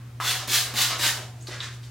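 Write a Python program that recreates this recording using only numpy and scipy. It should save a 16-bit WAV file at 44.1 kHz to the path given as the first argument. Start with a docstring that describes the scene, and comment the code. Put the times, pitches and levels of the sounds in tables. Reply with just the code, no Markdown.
"""In a small, hard-walled room, over mains hum and a soft fan, fingers brush long curly hair.
A trigger bottle then sprays it with water four times: each squeeze clicks, swells into a hiss
and lets the pump suck back, while water knocks about in the bottle.
Last, the hands shift their grip and rake the wet hair, which crackles between the fingers."""
import sys
import numpy as np
from scipy import signal
from scipy.fft import rfft, irfft
from scipy.io import wavfile
from scipy.ndimage import uniform_filter1d

SR = 44100
rng = np.random.default_rng(int(sys.argv[2]) if len(sys.argv) > 2 else 0)


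def wrap_up_sound(samples):
    """Save the sound to the file named by the first command line argument, as 16-bit audio."""
    columns = np.atleast_2d(samples).T
    # keep every value between -1 and 1, then stretch to whole-number steps
    tamed = np.clip(columns, -1, 1)
    steps = np.round(tamed * 32767).astype(np.int16)
    wavfile.write(sys.argv[1], SR, steps)


N = 83790

# The bright hiss of the mist. Each row: frequency in Hz, relative level in dB.
MIST_SPECTRUM = [(120, -33), (190, -28), (280, -16), (550, -13.5), (750, -12), (1200, -7), (1750, -3.5),
                 (2450, -5.5), (3700, -1.45), (5200, -6.5), (7400, -9), (9400, -13.5), (12800, -15.5),
                 (15500, -18.5)]
# Resonances of bottle and nozzle. Each row: pitch in Hz, width in Hz, gain in dB.
NOZZLE_RESONANCES = [(743, 9.6, 12), (1820, 65, -10), (3050, 80, -11), (3910, 90, -25), (4000, 59, -4),
                     (4990, 27, -14)]
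# Four squeezes of the trigger. Each row: valve opening in seconds, hardest push in seconds, level in dB,
# rise and fall in seconds, tilt in dB per octave, level of the first spit in dB.
SQUEEZES = [(0.2, 0.295, -22.5, 0.038, 0.038, 0.2, -42), (0.475, 0.554, -18, 0.032, 0.034, 1.67, -30),
            (.738, 0.809, -18.5, 0.025, 0.036, 0.9, -34.5), (0.983, 1.064, -18.5, 0.032, 0.026, 0.14, -38)]

def spray(t, opens, peak, db, rise, fall, tilt, spit_db):
    """The valve opens with a spit; then mist hisses from the nozzle as hard as the trigger is pushed."""
    drops = patter(per_s=13000, share=0.3)
    jet = drops + sum(undb(gain) * ring(drops, hz, width) for hz, width, gain in NOZZLE_RESONANCES)
    valve = np.clip((t - opens) / 0.0089, 0, 1)
    flow = valve * swell(t - peak, rise, fall)
    flutter_db = 0.8 * waver(per_s=120)
    mist = undb(db + flutter_db) * flow * colour(jet, MIST_SPECTRUM, tilt)
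    spit = colour(rng.standard_normal(N), MIST_SPECTRUM, tilt_db=8)
    return mist + undb(spit_db) * strike(t - opens, attack_s=0.0005, decay_s=0.01) * spit


# The pump's midrange fizz. Each row: frequency in Hz, relative level in dB.
REFILL_SPECTRUM = [(200, -11), (450, -1.5), (800, -1), (1500, -0.5), (2400, -3), (3700, -3), (6500, -9),
                   (10000, -25.5), (15500, -37)]
# One suck after each squeeze. Each row: peak in seconds, level in dB, rise and fall in seconds,
# tilt in dB per octave.
REFILLS = [(.412, -34.5, 0.019, 0.03, 1.8), (.665, -34.5, 0.017, 0.03, .3), (.908, -26.5, 0.012, 0.033, 1),
           (1.185, -41, 0.036, .04, 2.2)]

def pump(t):
    """The trigger springs back and draws water up with a fizz."""
    fizz = patter(per_s=2000, share=0.39) * undb(0.93 * waver(per_s=91.9))
    return sum(undb(db) * swell(t - at, rise, fall) * colour(fizz, REFILL_SPECTRUM, tilt)
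               for at, db, rise, fall, tilt in REFILLS)


# The hard edge of a click. Each row: frequency in Hz, relative level in dB.
CRACK_SPECTRUM = [(300, -9), (1200, 10.5), (4000, -2.5), (9000, -13), (15500, -37)]
# Snaps of trigger, nails and bottle. Each row: start in seconds, level in dB, ring pitch in Hz,
# ring width (times 1.4 gives Hz), decay in seconds, crack against ring in dB.
CLICKS = [(.201, -24.5, 1190, 450, 0.0042, -4.5), (0.206, -31.5, 1070, 402, 0.054, -5),
          (0.479, -35, 3000, 2500, .004, 7.5), (0.739, -36, 4000, 3000, .005, 3),
          (0.909, -34, 1210, 410, 0.0049, -17), (.955, -29, 3080, 500, 0.0072, -16),
          (0.994, -34, 8300, 450, 0.0061, 5), (1.408, -51, 6640, 593, 0.037, -14),
          (1.424, -42.5, 8000, 700, 0.0072, -22), (1.470, -38, 4130, 1200, 0.019, -8),
          (1.604, -23.5, 3660, 440, 0.0079, -18), (1.831, -47.5, 3600, 1180, 0.013, -7)]

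def clicks(t):
    """Plastic snaps: a broad crack and a short ring."""
    crack = colour(rng.standard_normal(N), CRACK_SPECTRUM)
    snaps = 0
    for at, db, hz, width, decay, crack_db in CLICKS:
        snap = noise_band(hz, 1.4 * width) + undb(crack_db) * crack
        snaps += undb(db) * strike(t - at, attack_s=0.00042, decay_s=decay) * snap
    return snaps


# Knocks of the water. Each row: start in seconds, level in dB, pitch in Hz, decay in seconds.
SLOSHES = [(.24, -50, 273, 0.017), (0.356, -39, 800, 0.013), (0.422, -33.5, 673.7, 0.0098),
           (.48, -39, 304, 0.043), (0.736, -39, 252, 0.022), (.742, -35, 750, 0.012),
           (0.923, -36.5, 600, 0.029), (0.992, -39, 271, .03), (1.175, -34, 655, 0.026),
           (1.199, -41.5, 302, 0.011), (1.227, -42, 704, 0.011), (1.484, -32.5, 354, 0.0085),
           (1.486, -39, 764, 0.012), (1.512, -38.5, 626, 0.021)]

def water(t):
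    """Dull gulps of the water in the jolted bottle."""
    return sum(undb(db) * strike(t - at, attack_s=0.0024, decay_s=decay) * noise_band(hz, 0.54 * hz)
               for at, db, hz, decay in SLOSHES)


# The thin rustle of wet hair. Each row: frequency in Hz, relative level in dB.
HAIR_SPECTRUM = [(200, -21), (700, -21), (1400, -1), (2100, -2.5), (2900, -5), (4000, -3.5), (7000, -8.5),
                 (10000, -18.5), (15500, -31)]
# Finger strokes. Each row: peak in seconds, level in dB, rise and fall in seconds, tilt in dB per octave.
STROKES = [(0.01, -50.5, .03, 0.038, -10.5), (1.415, -56.5, 0.03, 0.037, 5),
           (1.478, -43.5, 0.0076, 0.016, 5.5), (1.52, -36.5, 0.016, 0.04, -2.5),
           (1.641, -34.5, 0.024, 0.023, -2), (1.735, -49, 0.018, 0.022, 2.5),
           (1.845, -50.5, 0.014, 0.023, 3)]

def hair(t):
    """Wet strands slip and crackle between the fingers."""
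    rustle = 0
    for at, db, rise, fall, tilt in STROKES:
        strands = colour(patter(per_s=2700, share=0.43), HAIR_SPECTRUM, tilt)
        rustle += undb(db) * swell(t - at, rise, fall) * strands
    return rustle


# A short, hard reverb. Each row: band centre in Hz, time to fall 60 dB in seconds,
# echo against direct sound in dB, side against mid in dB.
ROOM_BANDS = [(100, .35, -8.5, -26), (390, 1, 0, -13), (1220, 0.49, 1, -31), (2500, 0.43, -3.5, -10),
              (5000, 0.38, -1.5, -3), (9000, 0.44, -1.5, 0), (15000, 0.34, -4.5, 4.5)]

def room(x, size=20480):
    """Hard walls close by: early echoes and a dense tail, narrow in the bass and wide in the treble."""
    t, hz = np.arange(size) / SR, np.arange(size // 2 + 1) * SR / size
    noise = rfft(rng.standard_normal((2, size))) * undb(curve(ROOM_BANDS, hz, column=2))
    noise[1] *= undb(curve(ROOM_BANDS, hz, column=3))  # the side channel
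    early = undb(6) * np.exp(-t / 0.0017)
    centres, decays, _, _ = zip(*ROOM_BANDS)
    mid, side, predelay_s = 0, 0, 0.001
    for t60, weights in zip(decays, np.eye(len(centres))):
        tail = np.exp(-np.log(1000) * t / t60)
        envelope = unit((t > predelay_s) * (early + tail)) / np.sqrt(size)
        crossover = np.interp(np.log(hz + 1), np.log(centres), weights)
        echo = envelope * irfft(noise * crossover, size)
        mid, side = mid + echo[0], side + echo[1]
    echo_gain = undb(curve(ROOM_BANDS, BIN_HZ, column=2))
    direct = irfft(rfft(x) / np.sqrt(1 + echo_gain ** 2), N)  # leave room for the echoes' power
    return stereo(direct + signal.fftconvolve(direct, mid)[:N], signal.fftconvolve(direct, side)[:N])


def mains_hum(t, hz=120.1, db=-40):
    """One low, almost steady tone from the mains."""
    return np.sqrt(2) * np.sin(2 * np.pi * hz * t) * undb(db + 0.05 * waver(per_s=9.6))


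# The low bed of moving air. Each row: frequency in Hz, relative level in dB.
FAN_SPECTRUM = [(25, -15), (45, -17), (65, -1.5), (78, 0), (98, 1.5), (125, 1), (165, -10.5), (270, -10.5),
                (450, -19), (750, -21.5), (1200, -22.5), (2500, -26), (6000, -31.5), (15500, -39.5)]
# Its stereo width. Each row: frequency in Hz, side against mid in dB.
FAN_WIDTH = [(30, -28), (65, -47), (125, -32.5), (250, -11.5), (1000, -3), (3000, -5), (8000, -1.5)]

def fan(db=-49):
    """A fan stirs the air: a soft, centred rumble under a faint, wide hiss."""
    mid, side = (colour(rng.standard_normal(N), FAN_SPECTRUM) for _ in range(2))
    side = irfft(rfft(side) * undb(curve(FAN_WIDTH, BIN_HZ)), N)
    return undb(db) * stereo(mid, side)


def undb(db):
    """Decibels to gain."""
    return 10 ** (np.asarray(db) / 20)


def unit(x):
    """Scale to rms 1."""
    return x / np.sqrt(np.mean(x ** 2) + 1e-20)


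def stereo(mid, side):
    """Mid and side to left and right."""
    return np.array([mid + side, mid - side])


def curve(table, hz, column=1):
    """One column of a table, read along log frequency."""
    table = np.array(table, float)
    return np.interp(np.log(hz + 1), np.log(table[:, 0]), table[:, column])


BIN_HZ = np.arange(N // 2 + 1) * SR / N

def colour(x, spectrum, tilt_db=0):
    """Equalise a sound with a spectrum, tilted per octave; rms 1."""
    octaves = np.log2(np.maximum(BIN_HZ, spectrum[0][0]))
    gain = undb(curve(spectrum, BIN_HZ) + tilt_db * octaves)
    return unit(irfft(rfft(x) * gain, N))


def ring(x, hz, width_hz):
    """A resonance with gain 1 at its centre."""
    q = max(hz / width_hz, 0.5)
    return signal.lfilter(*signal.iirpeak(hz, q, fs=SR), x)


def noise_band(hz, width_hz):
    """Noise passed twice through a resonance; rms 1."""
    return unit(ring(ring(rng.standard_normal(N), hz, width_hz), hz, width_hz))


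def waver(per_s):
    """A smooth random wobble; rms 1."""
    hold = int(SR / per_s)
    steps = rng.standard_normal(N)[np.arange(N) // hold]
    return unit(uniform_filter1d(uniform_filter1d(steps, hold), hold))


def patter(per_s, share):
    """Tiny impacts of random size carry a share of the power; smooth hiss carries the rest."""
    ticks = (rng.random(N) < per_s / SR) * rng.standard_normal(N)
    return np.sqrt(share) * unit(ticks) + np.sqrt(1 - share) * rng.standard_normal(N)


def swell(age, rise_s, fall_s):
    """The push of a hand: grows to its peak at age 0 and eases off."""
    return np.exp(-np.where(age < 0, np.abs(age / rise_s) ** 1.44, np.abs(age / fall_s) ** 1.46) / 2)


def strike(age, attack_s, decay_s):
    """A quick attack and an exponential decay."""
    return np.clip(age / attack_s, 0, 1) * np.exp(-np.maximum(age - attack_s, 0) / decay_s)


def scene():
    """The bottle moves between squeezes, so each one meets its own echoes; hum and fan lie under all."""
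    t = np.arange(N) / SR
    mist = sum(room(spray(t, *squeeze)) for squeeze in SQUEEZES)
    bottle = room(pump(t) + clicks(t) + water(t))
    return mist + bottle + room(hair(t)) + mains_hum(t) + fan()


def record(dry, top_hz=15950):
    """A steep low-pass trims the highest treble."""
    return signal.sosfilt(signal.ellip(12, 0.2, 80, top_hz, fs=SR, output="sos"), dry)


dry = scene()
out = record(dry)
wrap_up_sound(out)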